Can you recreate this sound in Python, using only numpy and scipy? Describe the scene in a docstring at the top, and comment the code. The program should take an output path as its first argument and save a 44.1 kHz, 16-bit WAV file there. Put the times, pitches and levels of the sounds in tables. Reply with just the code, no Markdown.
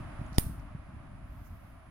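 """A plastic ballpoint pen clicks once, close by, above a desk in a small quiet room.
Under the thumb the plunger scrapes; then the latch snaps with a low thump, and its impacts excite
the damped modes of spring and barrel. Desk and walls return reflections and a short bright tail,
coloured by the microphone's treble peaks. The hand bumps softly on the pen and turns it,
with faint friction of skin on the barrel, over a floor of room noise and microphone hiss."""
import sys
import numpy as np
from scipy import signal
from scipy.fft import rfft, irfft
from scipy.io import wavfile

SR = 44100
rng = np.random.default_rng(int(sys.argv[2]) if len(sys.argv) > 2 else 0)


def store_pcm(level_fs):
    """Save levels as 16-bit WAV."""
    pcm = np.round(np.clip(level_fs, -1, 1) * 32767).astype(np.int16)
    wavfile.write(sys.argv[1], SR, np.atleast_2d(pcm).T)


N = 83790
T = np.arange(N) / SR
HZ = np.maximum(np.fft.rfftfreq(N, 1 / SR), 1)
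CLICK_S = .3828


def from_db(db):
    """The decibel scale: 20 dB is a factor of ten in amplitude."""
    return 10 ** (np.asarray(db) / 20)


def panned(db):
    """Constant-power panning: two gains for a balance, the left level minus the right."""
    gains = from_db(np.array([[.5], [-.5]]) * db)
    return gains / np.sqrt(np.mean(gains ** 2, axis=0))


def level(rows):
    """Amplitude envelope through (time [s], level [dB]) points."""
    return from_db(np.interp(T, *np.transpose(rows)))


def over_hz(points):
    """Interpolation of (frequency [Hz], value) points on a logarithmic frequency axis."""
    hz, value = np.transpose(points)
    return np.interp(np.log(HZ), np.log(hz), value)


def since(s, ms=0):
    """Time elapsed after an onset at s, delayed by ms; zero before it."""
    return np.maximum(T - s - ms / 1000, 0)


def strokes(rows):
    """Rounded envelopes, each the square root of a half sine."""
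    return sum(from_db(db) * np.abs(np.sin(np.pi * np.clip((T - s) / length, 0, 1))) ** .5
               for s, length, db in rows)


def noise(spectrum, pan_db=0, correlation=0):
    """Partially coherent stereo noise of rms 1: mid and side are mixed, then spectrally shaped."""
    mid, side = rfft(rng.standard_normal((2, N)))
    c = np.clip(correlation, -1, 1)
    both = np.sqrt(1 + c) * mid + np.sqrt(1 - c) * side * [[1], [-1]]
    x = irfft(both * from_db(over_hz(spectrum)) * panned(pan_db), N)
    return x / x.std()


def drift(bandwidth_hz):
    """Low-passed Gaussian noise: a slow fluctuation of unit variance."""
    x = irfft(rfft(rng.standard_normal(N)) * np.exp(-(HZ / bandwidth_hz) ** 2), N)
    return (x - x.mean()) / x.std()


def high_pass(x, hz, order=2):
    """A Butterworth filter attenuates what lies below its cutoff."""
    return signal.sosfilt(signal.butter(order, hz, "high", fs=SR, output="sos"), x)


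def resonator(impulses, hz, t60):
    """A damped harmonic oscillator answers each impulse with a decaying sine."""
    r, w = from_db(-60 / (t60 * SR)), 2 * np.pi * hz / SR
    return signal.lfilter([0, np.sin(w)], [1, -2 * r * np.cos(w), r * r], impulses + 1e-18)


def modal_response(impulses, modes):
    """Modal superposition: a body vibrates as the sum of its modes, all driven by the same impulses."""
    return sum(from_db(db) * panned(pan_db) * resonator(impulses, hz, t60)
               for hz, db, t60, pan_db in modes)


def room_noise():
    """Ambient noise, slowly sinking, whose coherence between the channels varies with frequency."""
    # envelope (time [s], level [dB])
    envelope = [(0, -50.5), (.25, -51), (.5, -55.5), (.85, -57), (1.4, -59), (1.9, -59.5)]
    # spectrum (frequency [Hz], relative level [dB])
    spectrum = [(150, -21.5), (290, 0.5), (390, -6.5), (480, -8.5), (630, 5), (730, 1), (860, -2),
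                (1180, 0.5), (1600, -5), (2200, -8), (3000, -16), (4400, -27), (4850, -24), (5400, -31),
                (8000, -36.5), (16000, -53)]
    # stereo position (frequency [Hz], balance [dB])
    balance = [(200, 7), (400, -3.5), (620, 4.5), (800, -2), (1100, 0), (1500, -2.5), (2200, -6),
               (3000, -1), (4800, 1), (8000, -8)]
    # likeness of left and right (frequency [Hz], correlation [-1 to 1])
    correlation = [(250, 0.95), (450, -0.22), (700, 0.27), (1300, 0.73), (2200, -0.16), (3200, 0.062)]
    return level(envelope) * noise(spectrum, over_hz(balance), over_hz(correlation))


def microphone_hiss():
    """Self-noise, uncorrelated between the channels and strongest near 10 kHz."""
    # envelope (time [s], level [dB])
    envelope = [(0, -70), (.45, -69.5), (.75, -77), (1.9, -76)]
    # spectrum (frequency [Hz], relative level [dB])
    spectrum = [(6000, -11.5), (8400, -17.5), (9300, -0.5), (10000, 2), (10600, 0.5), (11400, -19),
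                (16000, -21)]
    # stereo position (frequency [Hz], balance [dB])
    balance = [(6000, 1), (9800, -8.5), (11800, -9), (16000, -2)]
    return level(envelope) * noise(spectrum, over_hz(balance))


def hand():
    """Handling noise: finger bumps are heavily damped oscillations over an uneven low rumble."""
    # rumble of the moving hand (time [s], level [dB])
    envelope = [(0, -40.5), (.25, -42.5), (.55, -42.5), (.69, -48), (.8, -49), (1.1, -47.5), (1.56, -51),
                (1.72, -53), (1.9, -56)]
    # rumble spectrum (frequency [Hz], relative level [dB])
    spectrum = [(20, -6.5), (50, 6), (95, 1), (150, -3.5), (210, -7.5), (290, -8.5), (400, -32), (700, -55)]
    # soft bumps (time [s], level [dB], frequency [Hz])
    bumps = [(0.053, -35.5, 92), (0.1913, -29.5, 84), (0.2141, -30, 110), (0.322, -32, 128),
             (0.4654, -23, 108), (.496, -31, 140), (0.579, -33.5, 68), (.596, -33, 80), (0.749, -29, 124),
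             (0.793, -35.5, 78), (0.89, -42, 78), (.964, -43, 80), (1.002, -36.5, 92), (1.242, -36.5, 73),
             (1.296, -39, 54.4), (1.317, -34.5, 71), (1.415, -35.5, 80), (1.505, -35.5, 73.5),
             (1.528, -37.5, 60), (1.645, -40, 107)]
    flicker_db, rise_cycles, right_lag_ms = 2, .315, .108
    flicker = from_db(flicker_db * drift(bandwidth_hz=14))
    out = level(envelope) * flicker * noise(spectrum, correlation=.85)
    for s, db, hz in bumps:
        cycles = since(s) * hz
        swell = cycles / rise_cycles
        out += from_db(db) * swell * np.exp(1 - swell) * np.sin(2 * np.pi * cycles)
    return np.array([out[0], np.interp(since(0, right_lag_ms), T, out[1])])


def skin_slide():
    """Sliding friction of skin on the barrel makes high noise, with a rasp where it is fastest."""
    # slide envelope (time [s], level [dB])
    envelope = [(1.18, -100), (1.31, -74), (1.42, -71), (1.47, -70.5), (1.53, -72.5), (1.7, -75),
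                (1.85, -89)]
    # slide spectrum (frequency [Hz], relative level [dB])
    spectrum = [(5000, -7.5), (11000, -17), (12000, -0.5), (12900, 2.5), (14200, -6), (16000, -10)]
    # rasping stroke (time [s], duration [s], level [dB])
    rasp = [(1.44, 0.051, -66.5)]
    # rasp spectrum (frequency [Hz], relative level [dB])
    rasp_spectrum = [(3500, -25), (6000, 2), (8200, -12), (10500, -3), (15000, 2), (16000, -6)]
    pan_db = -8.5
    return level(envelope) * noise(spectrum, pan_db) + strokes(rasp) * noise(rasp_spectrum, pan_db)


def plunger():
    """Friction in the barrel makes bursts of noise; each light impact excites one damped mode."""
    # scraping strokes (time [s], duration [s], level [dB])
    scrapes = [(.328, 0.0075, -57), (.339, 0.035, -58.5), (.593, .012, -70)]
    # friction spectrum (frequency [Hz], relative level [dB])
    spectrum = [(2000, -11), (3400, 0), (5600, 11), (7200, -3), (8300, -6), (10000, -5), (12000, -7),
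                (16000, -15)]
    # ticks against the guide (time [s], level [dB], frequency [Hz], T60 [s])
    ticks = [(0.2647, -57, 6830, 0.0099), (0.3792, -40.5, 5640, .006)]
    out = strokes(scrapes) * noise(spectrum, pan_db=-6)
    for s, db, hz, t60 in ticks:
        age = since(s)
        out += from_db(db - 60 * np.minimum(age / t60, 5)) * np.sin(2 * np.pi * hz * age)
    return out


def reverberation():
    """The diffuse field after the click: noise that builds up, then decays exponentially in each band."""
    # room's tail, coloured by the microphone's treble peaks (frequency [Hz], relative level [dB])
    spectrum = [(500, -4), (2000, -7.5), (4000, -14), (7200, -16), (8400, -10.5), (9600, 4), (11300, -10.5),
                (13700, -0.5), (16000, -15)]
    # stereo position (frequency [Hz], balance [dB])
    balance = [(2000, -6), (7000, 1), (9600, -8.5), (15000, -8)]
    # reverberation times (frequency [Hz], T60 [s])
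    decay_times = [(2000, 0.27), (5000, 0.46), (9600, 0.35), (14000, 0.35)]
    gain_db, rise_s = -37.5, .003
    diffuse = rfft(noise(spectrum, over_hz(balance)))
    age, tail = since(CLICK_S), np.zeros((2, N))
    for hz, t60 in decay_times:
        band = over_hz([(centre, centre == hz) for centre, _ in decay_times])   # triangular weight
        tail += irfft(diffuse * band, N) * from_db(-60 * age / t60)
    return from_db(gain_db) * (1 - np.exp(-age / rise_s)) * tail


def early_reflections(click):
    """Specular reflection: desk and walls return delayed, weaker copies of the click's treble."""
    # reflection paths (delay [ms], relative level [dB], balance [dB])
    echoes = [(3.7, -7, -3), (5.3, -15, -5), (11.7, -8.5, -13), (13.3, -13, -12), (16.6, -18, -7),
              (21.5, -17, -10), (23.8, -17, -10)]
    gain_db = -1.5
    treble = high_pass(click[1], hz=8260, order=4)
    return sum(from_db(gain_db + db) * panned(pan_db) * np.roll(treble, int(ms * SR / 1000))
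               for ms, db, pan_db in echoes)


def thump():
    """A rarefaction pulse: the snap comes with one short dip of pressure at each microphone."""
    # pressure dips, left then right (delay [ms], gain [dB], rise time [s], decay time [s])
    dips = [(1.195, 1.5, 0.00064, 0.0015), (.55, 2.5, 0.00025, 0.00097)]
    out = np.zeros((2, N))
    for channel, (ms, db, rise, decay) in enumerate(dips):
        age = since(CLICK_S, ms)
        out[channel] = -from_db(db) * (1 - np.exp(-age / rise)) ** 2 * np.exp(-age / decay)
    return out


def latch():
    """Impact excitation: a quick run of contacts rings the spring, each with a crack of noise."""
    # latch contacts (delay after the click [ms], level [dB], balance [dB])
    contacts = [(0, -28, 1), (.35, -24, 10), (.85, -25, -12), (1.5, -25, -7), (2.1, -32, -8)]
    # modes of spring and latch (frequency [Hz], gain [dB], T60 [s], balance [dB])
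    modes = [(9050, -2.5, 0.012, -2), (9800, 0, 0.012, 14), (10790, -1, 0.0056, -2), (12100, -5, 0.0036, 2),
             (13470, -2.5, .005, -10), (14100, -10, .005, 8)]
    right_lag_ms, crack_gain_db, crack_decay_s = .1, -5.5, .0004
    impulses, crack_envelope = np.zeros((2, 2, N))
    for ms, db, pan_db in contacts:
        age, gain = since(CLICK_S, ms), from_db(db) * panned(pan_db)
        impulses[0, np.argmax(age > 0)] += gain[0, 0]
        impulses[1, np.argmax(since(CLICK_S, ms + right_lag_ms) > 0)] += gain[1, 0]
        crack_envelope += gain * (age > 0) * np.exp(-age / crack_decay_s)
    crack = high_pass(crack_envelope * rng.standard_normal((2, N)), hz=2250)
    return modal_response(impulses, modes) + from_db(crack_gain_db) * crack


def barrel():
    """Free vibration: the plunger lands and rebounds, and the barrel rings in its damped modes."""
    # blows of the plunger (delay after the click [ms], level [dB], balance [dB])
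    blows = [(.05, -25, 12), (.95, -22.5, -14), (1.93, -33, -12)]
    # modes of the barrel in the fist (frequency [Hz], gain [dB], T60 [s], balance [dB])
    modes = [(612, -2.5, 0.0097, -7), (1906, -6.5, 0.0078, -9), (2960, -3.5, 0.0081, 0),
             (3740, 3, 0.007, -1), (4920, 3, 0.0065, -14), (5900, -8, 0.0053, 4)]
    impulses = np.zeros((2, N))
    for ms, db, pan_db in blows:
        impulses[:, np.argmax(since(CLICK_S, ms) > 0)] += from_db(db) * panned(pan_db)[:, 0]
    return modal_response(impulses, modes)


def scene():
    """Linear superposition of the click, the room's response, the handling and the background."""
    click = latch() + barrel()
    room = early_reflections(click) + reverberation()
    handling = hand() + plunger() + skin_slide()
    return click + thump() + room + handling + room_noise() + microphone_hiss()


def record(dry):
    """Band limiting: a gentle high-pass blocks infrasound and a steep low-pass cuts the top."""
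    low_hz, high_hz = 3.2, 16000
    low_pass = signal.ellip(12, .2, 80, high_hz, fs=SR, output="sos")
    return signal.sosfilt(low_pass, high_pass(dry, low_hz, order=1))


dry = scene()
out = record(dry)
store_pcm(out)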